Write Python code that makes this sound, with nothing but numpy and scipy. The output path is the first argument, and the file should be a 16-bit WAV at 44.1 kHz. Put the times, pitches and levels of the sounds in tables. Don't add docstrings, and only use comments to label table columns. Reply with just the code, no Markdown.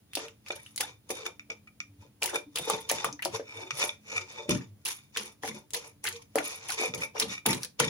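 import sys
import numpy as np
from scipy import signal
from scipy.io import wavfile

SR = 44100
rng = np.random.default_rng(int(sys.argv[2]) if len(sys.argv) > 2 else 0)


def transcribe(u):
    v = np.clip(np.atleast_2d(u).T, -1, 1)
    q = np.round(v * 32767).astype(np.int16)
    wavfile.write(sys.argv[1], SR, q)


N = 347943


def from_db(db):
    return 10 ** (np.asarray(db) / 20)


def rms_one(x):
    return x / np.sqrt(np.mean(x ** 2) + 1e-20)


def at_hz(points, hz):
    freqs, values = np.transpose(points)
    return np.interp(np.log(hz), np.log(freqs), values)


def passband(x, hz, kind):
    sos = signal.butter(2, np.clip(hz, 10, SR * .45), kind, fs=SR, output="sos")
    return signal.sosfilt(sos, x + 1e-18)


def bands(low_hz, high_hz):
    edges = np.geomspace(low_hz, high_hz, int(3 * np.log2(high_hz / low_hz)) + 2)
    return zip(edges, edges[1:])


def wander(per_s):
    return np.interp(np.arange(N) * per_s / SR, np.arange(3000), rng.standard_normal(3000))


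def control_times():
    return np.linspace(0, N / SR, 8000)


def per_sample(envelope):
    return np.interp(np.arange(N) / SR, control_times(), envelope)


def push_envelope(s, hold_s, rise, sag, release):
    t = control_times() - s
    db = rise * np.minimum(t, 0) - sag * np.clip(t, 0, hold_s) - release * np.maximum(t - hold_s, 0)
    return from_db(np.maximum(db, -200))


def drag_envelope(s, half_s):
    distance = (control_times() - s) / max(half_s, .004)
    return np.exp(1 - np.minimum(np.hypot(1, distance) ** 1.15, 25))


def grains(per_s, spread_db):
    sizes = from_db(spread_db * np.minimum(rng.exponential(1, N), 4))
    return (rng.random(N) < per_s / SR) * sizes * rng.standard_normal((2, N))


# f/Hz, left-right correlation
LIKENESS = [(60, 0.76), (200, 0.96), (400, 0.24), (900, 0.5), (1700, 0.18), (2400, -0.25), (3500, -0.19),
            (16000, 0.067)]
def stereo_band(pair, low, high):
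    mid, side = passband(pair, [low, high], "band")
    alike = at_hz(LIKENESS, np.sqrt(low * high))
    return np.sqrt(1 + alike) * mid + np.sqrt(1 - alike) * side * np.array([[1], [-1]])


def texture(excite, spectrum, patchy_db=0):
    pairs = excite(), excite()
    out = 0
    for k, (low, high) in enumerate(bands(spectrum[0][0], spectrum[-1][0])):
        gain = from_db(at_hz(spectrum, np.sqrt(low * high)) + patchy_db * wander(per_s=68))
        out += gain * stereo_band(pairs[k % 2], low, high)
    return rms_one(out)


def ring(x, modes, shifting_db):
    out = np.zeros((2, N))
    for hz, db, t60, phase in modes:
        radius = from_db(-60 / (t60 * SR))
        pole = radius * np.exp(2j * np.pi * hz / SR)
        drive = x * from_db(db + shifting_db * wander(per_s=8.5)) + 1e-18
        swing = signal.lfilter([np.sqrt(1 - radius ** 2)], [1, -pole], drive)
        out += [swing.imag, (swing * np.exp(-1j * phase)).imag]
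    return out


# f/Hz, level/dB, t60/s, left-right phase/rad
ROOM_MODES = [(97, -9, 0.13, 0.094), (118.3, 0, 0.092, 0.091), (210.5, -2, 0.91, 0.18),
              (289.4, -3.5, 1, 0.12)]
# f/Hz, level/dB
HISS_EQ = [(30, -26.5), (60, -13), (100, -2), (170, -8.5), (290, -14), (450, -20), (1000, -28.5),
           (3000, -30), (7000, -34), (12000, -31.5), (16000, -26)]
def room_tone(drone_db=-66, hiss_db=-63, whine_db=-75, whine_hz=15472):
    drone = ring(rng.standard_normal(N), ROOM_MODES, shifting_db=2.5)
    drone = rms_one(passband(drone, 82, "high"))
    whine = rms_one(np.sin(2 * np.pi * whine_hz * np.arange(N) / SR))
    hiss = texture(lambda: rng.standard_normal((2, N)), HISS_EQ)
    return from_db(drone_db) * drone + from_db(whine_db) * whine + from_db(hiss_db) * hiss


# f/Hz, t60/s
KITCHEN_DECAY = [(150, 0.28), (500, 0.24), (1400, 0.18), (3700, 0.19), (10000, 0.15), (16000, 0.018)]
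def reflections(x, t60s=KITCHEN_DECAY, predelay_s=.0053, size=22000):
    t = np.arange(size) / SR
    white = rng.standard_normal((2, 2, size)) * (t > predelay_s)
    tail = sum(stereo_band(white[k % 2], low, high) * from_db(-60 * t / at_hz(t60s, low))
               for k, (low, high) in enumerate(bands(100, 17000)))
    return signal.oaconvolve(x, rms_one(tail) / np.sqrt(size), axes=1)[:, :N]


# centre t/s, half length/s, f/Hz, level/dB
HUMS = [(0.193, 0.011, 200, -62), (1.912, 0.026, 100, -55), (2.006, 0.014, 96.5, -50),
        (2.482, 0.012, 290, -48.5), (3.143, 0.015, 289, -46.5), (3.35, 0.013, 108, -44.5),
        (3.578, 0.021, 106, -51), (3.74, 0.0084, 130, -46), (4.193, 0.035, 97, -52.5),
        (4.576, 0.019, 210, -47), (4.719, 0.026, 102, -47), (5.214, 0.011, 212, -50.5),
        (5.52, 0.028, 217, -48), (6.116, 0.048, 97, -57), (5.775, 0.011, 477, -42),
        (6.161, 0.017, 471, -44.5)]
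def hums(size=4000):
    t = np.arange(-size, size) / SR
    out = np.zeros(N + 2 * size)
    for s, half_s, hz, db in HUMS:
        start = int(s * SR)
        swell = from_db(db) * np.exp(-.5 * (t / half_s) ** 2)
        out[start:start + 2 * size] += swell * np.sin(2 * np.pi * (hz * t + rng.random()))
    return np.sqrt(2) * out[size:-size]


# t/s, hold/s, level/dB
SHOVES = [(2.609, .005, -48.5), (2.726, 0.014, -43), (2.936, 0.018, -44.5), (3.061, 0.031, -47),
          (3.278, 0.058, -49.5), (4.493, 0.064, -25.5), (4.704, 0.063, -67), (5.49, 0.08, -47.5),
          (6.882, 0.028, -46.5), (6.942, 0.078, -43.5), (7.218, 0.095, -42), (7.468, 0.091, -31.5),
          (7.809, .08, -34)]
# f/Hz, level/dB
JUDDER_EQ = [(30, -33), (60, -10.5), (110, 3), (170, 4.5), (230, 2.5), (310, 0), (420, -18)]
def judder(squeeze, rumble_db=-2, throb_db=-6, slip_hz=190, unsteady=.27, squeeze_db=-26):
    shoves = sum(from_db(db) * push_envelope(s, hold_s, rise=2794, sag=42.5, release=390)
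                 for s, hold_s, db in SHOVES)
    load = from_db(squeeze_db) * squeeze + per_sample(shoves)
    slip_rate = slip_hz * np.exp(unsteady * wander(per_s=90))
    throb = np.sin(2 * np.pi * np.cumsum(slip_rate) / SR)
    rumble = texture(lambda: grains(per_s=2100, spread_db=-6), JUDDER_EQ)
    return load * (from_db(throb_db) * throb + from_db(rumble_db) * rumble)


# f/Hz, level/dB, t60/s, left-right phase/rad
BOWL_MODES = [(295, -4, .22, .2), (335, -7, .14, .4), (372, -2, .15, .3), (460, -1.5, .11, .3),
              (500, -5, .1, .4), (590, -3.5, .09, .3), (775, -9, .07, .5), (908, -2, .1, .4),
              (1015, -8, .07, .5)]
def bowl_hollow(x):
    return ring(x.mean(axis=0), BOWL_MODES, shifting_db=5)


# f/Hz, level/dB, t60/s, left-right phase/rad
SIEVE_MODES = [(1249, -6, .12, .3), (1320, -11, .06, .3), (1416, -9, .08, .3), (1917, -8, .04, 1.2),
               (2310, 7, .09, 2.8), (2365, 5, .06, 2.9), (2450, 5.5, .07, 2.6), (2850, -9, .04, 1.2),
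               (3575, -.5, .08, 2.0), (3640, -3.5, .04, 2.0), (4870, -6, .05, -1.5), (5460, -4, .05, 1.5),
               (5690, -3.5, .045, 1.0), (6090, -4.5, .05, -1.0), (6750, -3, .04, 1.5)]
# t/s, level/dB
MIDDLE_RING = [(0.3, 6), (2.7, 9), (3.5, 5.5), (3.9, -3), (4.17, 0), (4.4, 3), (7.0, 1.5)]
def rubbed_sieve(force):
    middle_gain = from_db(np.interp(np.arange(N) / SR, *np.transpose(MIDDLE_RING)))
    drive = force + (middle_gain - 1) * passband(force, [3200, 4050], "band")
    return ring(drive, SIEVE_MODES, shifting_db=4.5)


# t/s, then level/dB of the low, middle and high modes
KNOCKS = [(0.505, -39.5, -37, -56), (1.2632, -37.5, -35, -36), (1.395, -48.5, -47, -53),
          (1.501, -41.5, -47, -43.5), (1.517, -52, -59, -55), (1.673, -50.5, -68, -82),
          (1.8022, -39, -48, -43), (2.357, -34, -32, -39), (3.707, -31, -40, -37), (3.827, -31, -26, -36),
          (3.834, -43, -48, -41), (3.892, -42, -26, -44), (4.176, -37, -50, -49),
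          (4.493, -33.5, -30, -30.5), (4.519, -41, -44, -39), (6.879, -45, -41, -45),
          (6.9376, -37, -35, -37.5), (7.02, -40, -44, -47), (7.379, -49, -50, -54)]
KNOCK_BANDS_HZ = 2850, 3600, 4800
def knocks(knock_db=3, click_db=-5, contact_s=.00038, choke_s=.0039, tail_db=-12, size=7000):
    out, t = np.zeros((2, N + size)), np.arange(size) / SR
    attack, choke = 1 - np.exp(-t / contact_s), np.exp(-t / choke_s)
    for s, *levels in KNOCKS:
        colour = list(zip(KNOCK_BANDS_HZ, levels))
        click = 2 * passband(rng.standard_normal((2, size)) * choke, [900, 7000], "band")
        clank = from_db(click_db + levels[0]) * click
        for hz, db, t60, phase in SIEVE_MODES:
            detune, turn, linger = rng.standard_normal(3)
            fade = choke + from_db(tail_db + 2 * linger - 60 * t / t60)
            angle = 2 * np.pi * (hz * (1 + .006 * detune) * t + turn)
            clank += from_db(db + at_hz(colour, hz)) * fade * np.sin([angle, angle - phase])
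        start = int(s * SR)
        out[:, start:start + size] += clank * attack
    return from_db(knock_db) * out[:, :N]


def basket_flex(ringing, flex_s=.000024, chatter_db=2.5):
    n = np.arange(N)
    bent = n + flex_s * SR * wander(per_s=70)
    chatter = rms_one(from_db(chatter_db * wander(per_s=170)))
    return np.array([np.interp(bent, n, side) for side in ringing]) * chatter


# t/s, hold/s, then level/dB of rasp, fizz and squish
PRESSES = [(0.158, .018, -39.5, -45, -56), (0.513, .08, -45, -58.5, -52.5), (0.804, .032, -37, -41.5, -40),
           (1.094, .1, -42, -44.5, -52), (1.257, .019, -44, -58, -41.5), (1.501, .015, -54.5, -74.5, -45),
           (2.224, 0.16, -32.5, -39, -33.5), (2.34, .035, -38.5, -45, -34),
           (2.559, 0.032, -39.5, -43, -41.5), (2.679, .12, -33.5, -41.5, -30),
           (2.898, 0.024, -34.5, -39.5, -35.5), (3.046, .013, -40.5, -49, -30.5),
           (3.243, .014, -35.5, -38, -43.5), (3.394, .003, -47, -66.5, -53), (4.494, .15, -34, -46, -34.5),
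           (4.857, 0.054, -36, -38.5, -51), (5.171, .05, -34.5, -39.5, -39),
           (5.434, .064, -37.5, -46.5, -39.5), (5.737, .031, -34.5, -43.5, -40),
           (6.043, .18, -33, -41, -45.5), (6.362, .045, -34, -40, -26), (6.69, 0.18, -36.5, -43, -45.5),
           (6.939, .13, -41, -49.5, -37.5), (7.153, .19, -41, -53.5, -36),
           (7.194, .029, -32.5, -39.5, -33.5), (7.469, .17, -32.5, -35, -27),
           (7.799, .063, -31, -44, -29.5)]
# centre t/s, half length/s, then level/dB of scrape, fizz and squish
DRAGS = [(0.224, 0.032, -40, -63.5, -46), (0.48, 0.012, -47, -58.5, -56), (0.561, 0.015, -61, -56, -49),
         (0.648, 0.068, -58, -62, -93), (0.883, 0.025, -47.5, -63, -52), (1.191, 0.035, -41.5, -62, -42),
         (2.034, 0.02, -58.5, -74, -56.5), (2.349, 0.016, -38, -45, -32), (2.7, 0.045, -34, -46.5, -42.5),
         (2.99, 0.049, -36, -54, -40.5), (3.351, 0.012, -31, -47.5, -35), (3.603, 0.045, -46.5, -59.5, -40),
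         (3.822, 0.033, -28, -41.5, -35.5), (4.164, 0.042, -41.5, -58.5, -43.5),
         (4.313, 0.024, -45, -60, -57), (4.402, 0.033, -48, -71, -41), (4.952, 0.05, -52.5, -57, -79.5),
         (5.16, 0.01, -43, -59.5, -61), (5.27, 0.025, -46.5, -55, -54), (5.562, 0.025, -47, -58.5, -47.5),
         (5.854, 0.024, -47, -57, -49.5), (6.491, 0.045, -36.5, -46, -45.5),
         (6.659, 0.039, -44.5, -61, -49.5), (6.797, 0.01, -28, -46, -33), (6.846, 0.024, -33, -45, -34.5),
         (7.033, 0.012, -39.5, -43, -38), (7.324, 0.021, -34.5, -44.5, -47),
         (7.628, 0.011, -44.5, -44, -59)]
def beater_strokes():
    presses = [push_envelope(s, hold_s, rise=2206, sag=155, release=399) for s, hold_s, *_ in PRESSES]
    drags = [drag_envelope(s, half_s) for s, half_s, *_ in DRAGS]
    power = from_db([row[2:] for row in PRESSES]).T ** 2 @ np.square(presses)
    power[1:] += from_db([row[3:] for row in DRAGS]).T ** 2 @ np.square(drags)
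    return [per_sample(gain) for gain in np.sqrt(power)]


# centre t/s, level/dB, half length/s
RIM_SLIDES = [(3, -58, 0.0022), (3.51, -57, 0.044), (3.566, -62, 0.01), (3.619, -54, 0.0065),
              (3.672, -56, 0.0064), (3.813, -36.5, 0.013), (4.114, -50, 0.033), (4.166, -44, 0.0082),
              (4.215, -44, .004), (4.38, -48.5, 0.006), (4.509, -38, 0.012), (4.574, -51.5, 0.0051),
              (4.623, -60.5, 0.019), (6.459, -41, 0.0036), (6.84, -47, 0.02), (7.029, -39.5, 0.0084),
              (7.185, -44, 0.017), (7.46, -33, 0.0028), (7.51, -34, 0.012), (7.832, -41.5, 0.018),
              (7.882, -37, 0.0015)]
# f/Hz, level/dB
SCRAPE_EQ = [(700, 3), (1000, 11), (1500, 0), (1900, 5), (2350, 9), (3000, 6), (3600, 2), (4300, 8),
             (5700, 7), (6800, 16.5), (8500, -18.5)]
def grating(force_db=-4.5, drag_force_db=-10, drag_scrape_db=-6, rim_scrape_db=-8):
    t = np.arange(N) / SR
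    slides = sum(from_db(db) * np.exp(-.5 * np.minimum(((t - s) / max(half_s, .002)) ** 2, 100))
                 for s, db, half_s in RIM_SLIDES)
    drags = per_sample(sum(from_db(db) * drag_envelope(s, half_s) for s, half_s, db, *_ in DRAGS))
    catching = rms_one(from_db(2.5 * wander(per_s=380)))
    grit = rms_one(passband(grains(per_s=2300, spread_db=1)[0], 1100, "high"))
    scrape = texture(lambda: grains(per_s=1800, spread_db=1), SCRAPE_EQ, patchy_db=2)
    force_gain = from_db(force_db) * (slides + from_db(drag_force_db) * drags)
    scrape_gain = from_db(rim_scrape_db) * slides + from_db(drag_scrape_db) * drags
    return catching * force_gain * grit, catching * scrape_gain * scrape


# f/Hz, level/dB
SQUISH_EQ = [(280, -13), (380, 1), (480, 9), (620, 5.5), (750, -6), (950, 7), (1200, -6), (1600, -5)]
def pulp(squeeze, squish_db=-4.5):
    squish = texture(lambda: grains(per_s=2500, spread_db=2), SQUISH_EQ, patchy_db=4.5)
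    return squeeze * from_db(squish_db) * squish


# f/Hz, level/dB
RASP_EQ = [(900, 23.5), (1300, -4), (1800, 3.5), (2400, 12.5), (3000, 16.5), (4200, 9), (6000, 17),
           (7200, 11), (8500, -35)]
FIZZ_EQ = [(6500, -42), (8000, -38.5), (10000, 26.5), (11500, -0.5), (13000, 1.5), (16000, -21)]
def mesh(rasp, fizz, rasp_db=-6, fizz_db=-2, grit_db=8, flicker_cap=1.7):
    wires = texture(lambda: grains(per_s=1900, spread_db=-.5), RASP_EQ, patchy_db=-.5)
    juice = texture(lambda: grains(per_s=2300, spread_db=-2.5), FIZZ_EQ, patchy_db=3)
    flicker = from_db(grit_db * np.minimum(wander(per_s=98), flicker_cap))
    return (rasp * from_db(rasp_db) * wires + fizz * from_db(fizz_db) * juice) * flicker


def bubble(t, hz, life_cycles, lag_s, rise_per_cycle=.008):
    cycles = np.maximum(t + lag_s * np.array([[1], [-1]]), 0) * hz
    envelope = (1 - np.exp(-2 * cycles)) * np.exp(-cycles / life_cycles)
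    return envelope * np.sin(2 * np.pi * cycles * (1 + rise_per_cycle * cycles))


def random_onsets(density, count):
    work = np.cumsum(density)
    return np.searchsorted(work, rng.random(count) * work[-1])


def gurgle(rasp, gurgle_db=3, spread_db=5.5, pitch_hz=2500, octaves=.88, size=900, count=400):
    out, t = np.zeros((2, N + size)), np.arange(size) / SR
    for i in random_onsets(np.sqrt(rasp), count):
        loud, pitch, lag = np.clip(rng.standard_normal(3), -2, 1.6)
        hz = min(pitch_hz * 2 ** (octaves * pitch), SR / 5)
        note = bubble(t, hz, life_cycles=7, lag_s=.00006 * lag)
        out[:, i:i + size] += rasp[i] * from_db(gurgle_db + spread_db * loud) * note
    return out[:, :N]


def small_pockets(rasp, fizz, spit_db=-7, spread_db=3, pitch_hz=3000, octaves=.84, count=60):
    cues = []
    for i in random_onsets((rasp * fizz) ** .25, count):
        soft, pitch, dryness = rng.standard_normal(3)
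        pop_level = 20 * np.log10(rasp[i]) - spread_db * soft
        spit_level = 20 * np.log10(fizz[i]) + spit_db - spread_db * dryness
        hz = min(pitch_hz * 2 ** (octaves * pitch), SR / 4)
        cues.append((i / SR, pop_level, hz, spit_level))
    return cues


# t/s, pop level/dB, f/Hz, spit level/dB
BIG_POCKETS = [(0.134, -41, 2980, -41), (0.1534, -27.5, 4500, -26), (0.171, -29.5, 587, -73),
               (0.173, -35.5, 2560, -50), (0.2835, -43, 2700, -52), (0.463, -45.5, 2380, -60),
               (0.485, -43.5, 4700, -44), (0.5037, -33, 607, -73), (0.663, -45, 2760, -66),
               (0.761, -41, 6560, -32), (0.778, -32.5, 4300, -30), (0.806, -31.5, 4300, -36),
               (0.8085, -29.5, 2400, -20.5), (0.811, -45, 1060, -31), (1.1024, -31, 527, -63),
               (1.105, -39.5, 2320, -39), (1.133, -58, 4940, -48), (1.116, -38.5, 720, -40),
               (1.2654, -43.5, 660, -37), (2.2195, -41, 980, -36), (2.2243, -28.5, 2680, -37),
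               (2.2318, -31, 4470, -23), (2.24, -34, 4380, -25.5), (2.259, -35, 2850, -23),
               (2.345, -47, 1210, -38), (2.358, -33, 910, -32), (2.559, -31.5, 4200, -26.5),
               (2.573, -32, 2700, -35), (2.5857, -32, 3170, -28.5), (2.5957, -35.5, 595, -40),
               (2.6994, -21.5, 1100, -22), (2.7406, -32.5, 910, -47), (2.8922, -40, 4730, -28.5),
               (2.9006, -30.5, 4150, -31), (2.9141, -26, 598, -21.5), (3.0449, -23, 1117, -25.5),
               (3.089, -39, 935, -65), (3.1272, -36.5, 5680, -72), (3.1927, -37.5, 1790, -69),
               (3.223, -35, 2500, -34), (3.2275, -31.5, 2570, -48), (3.251, -28.5, 4900, -26.5),
               (3.257, -24, 628, -60), (3.396, -33.5, 514, -78), (3.828, -38, 1035, -50),
               (3.8375, -30, 586, -50), (4.4904, -26, 335, -63), (4.494, -37, 2720, -28),
               (4.852, -38, 5100, -29.5), (4.8655, -34, 3420, -28.5), (4.874, -36, 4020, -44),
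               (4.8801, -45, 5900, -31), (4.887, -39, 3340, -35), (5.1635, -33, 1550, -44),
               (5.172, -27, 3030, -29.5), (5.436, -34.5, 930, -44), (5.4525, -42, 1740, -42),
               (5.477, -39, 1960, -35.5), (5.5133, -42.5, 1930, -73), (5.7064, -54, 3770, -42),
               (5.735, -34.5, 5350, -32.5), (5.7452, -40, 2250, -26), (5.7478, -28.5, 3980, -41),
               (6.0412, -49, 5470, -30), (6.0528, -36, 2070, -34), (6.064, -32, 1930, -57),
               (6.0675, -35, 3030, -33), (6.0725, -30, 3800, -37), (6.078, -32, 2010, -39),
               (6.088, -40, 4000, -28), (6.127, -40.5, 6460, -49), (6.3566, -20.5, 586, -24),
               (6.378, -23.5, 710, -44), (6.385, -26, 2140, -34), (6.697, -34.5, 1990, -44),
               (6.703, -33, 4640, -30), (6.8137, -31, 613, -36), (6.8355, -30, 700, -39),
               (6.9477, -34.5, 6100, -34.5), (7.199, -23.5, 5360, -18), (7.2185, -29, 2340, -46),
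               (7.223, -27, 3500, -38), (7.458, -29, 820, -67), (7.4625, -27.5, 3700, -15.5),
               (7.4655, -30, 1470, -31), (7.5075, -37, 2380, -29), (7.5308, -26.5, 3740, -30),
               (7.5477, -40.5, 5900, -34), (7.633, -32, 5460, -31), (7.6477, -37.5, 4500, -32.5),
               (7.8005, -29, 3170, -20.5), (7.803, -24, 1360, -41)]
def pops(cues, crack_db=-8, crack_s=.0016, foam_db=-7, foam_s=.003, foam_octaves=.624,
         spit_s=.002, snap_db=-3, snap_hz=10000, lag_s=.00003, pan_db=.5, size=1300):
    lead = size // 4
    out, t = np.zeros((2, N + size)), (np.arange(size) - lead) / SR

    def fade(decay_s):
        return np.exp(-np.where(t > 0, t, -8 * t) / decay_s)

    def levelled(burst):
        return burst / np.sqrt(np.mean(burst[:, (t >= 0) & (t < .004)] ** 2) + 1e-20)

    for s, pop_db, hz, spit_db in cues:
        buried = np.clip((pop_db - spit_db - 12) / 12, 0, 1) * (hz > 1500)
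        life_cycles = 1 + 4.5 * buried
        cavity = levelled(bubble(t, hz, life_cycles, lag_s * rng.standard_normal()))
        film = rng.standard_normal(size) + rng.standard_normal((2, size))
        crack = levelled(passband(film * fade(crack_s), [hz / 2, hz * 2], "band"))
        foam = 0
        for when, pitch, lag in rng.standard_normal((7, 3)):
            foam_hz = min(hz * 2 ** (foam_octaves * pitch), SR / 4)
            foam += bubble(t - foam_s * (when + 1), foam_hz, life_cycles=2.3, lag_s=2 * lag_s * lag)
        foam *= np.linalg.norm(cavity) / (np.linalg.norm(foam) + 1e-9)
        body = cavity + (1 - buried / 2) * (from_db(crack_db) * crack + from_db(foam_db) * foam)
        droplets = rng.standard_normal((2, size)) ** 3
        spray = levelled(passband(droplets * fade(spit_s), 6500, "high"))
        detune, lag, side = rng.standard_normal(3)
        snap = levelled(bubble(t, snap_hz * from_db(detune), life_cycles=1, lag_s=lag_s * lag))
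        spit = levelled(spray + from_db(snap_db) * snap)
        pan = from_db(pan_db * side * np.array([[.5], [-.5]]))
        start = int(s * SR) - lead
        out[:, start:start + size] += pan * (from_db(pop_db) * body + from_db(spit_db) * spit)
    return out[:, :N]


def scene(pop_db=-1, wall_db=-6, sieve_pop_db=-29, sieve_rub_db=-21, bowl_db=-20, room_db=-12):
    rasp, fizz, squeeze = beater_strokes()
    bubbles = pops(BIG_POCKETS + small_pockets(rasp, fizz)) + gurgle(rasp)
    bursts = from_db(pop_db) * passband(bubbles, 310, "high")
    rubbing, mash = mesh(rasp, fizz), pulp(squeeze)
    grating_force, scrape = grating()
    wall_t60s = [(300, .06), (14000, .032)]  # f/Hz, t60/s
    wall = from_db(wall_db) * reflections(bursts, wall_t60s, predelay_s=.0017, size=5000)
    sieve_force = grating_force + from_db(sieve_pop_db) * bursts[0] + from_db(sieve_rub_db) * rubbing[0]
    sieve = basket_flex(knocks() + rubbed_sieve(sieve_force))
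    hollow = from_db(bowl_db) * bowl_hollow(mash + bursts)
    near = bursts + wall + rubbing + scrape + mash + sieve + hollow + judder(squeeze) + hums()
    return near + from_db(room_db) * reflections(near) + room_tone()


# f/Hz, width/octaves, level/dB
MICROPHONE_EQ = [(8440, 0.2, -7), (10450, 0.48, 9.5), (12500, 0.27, -18), (15450, .08, -4)]
def record(dry):
    for hz, octaves, db in MICROPHONE_EQ:
        w, gain = 2 * np.pi * hz / SR, from_db(db / 2)
        width = np.sin(w) * np.sinh(np.log(2) / 2 * octaves * w / np.sin(w))
        feedforward = [1 + width * gain, -2 * np.cos(w), 1 - width * gain]
        feedback = [1 + width / gain, -2 * np.cos(w), 1 - width / gain]
        dry = signal.lfilter(feedforward, feedback, dry)
    high_cut = signal.ellip(10, .2, 70, 16200, fs=SR, output="sos")
    return signal.sosfilt(high_cut, passband(dry, 34.7, "high"))


dry = scene()
out = record(dry)
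transcribe(out)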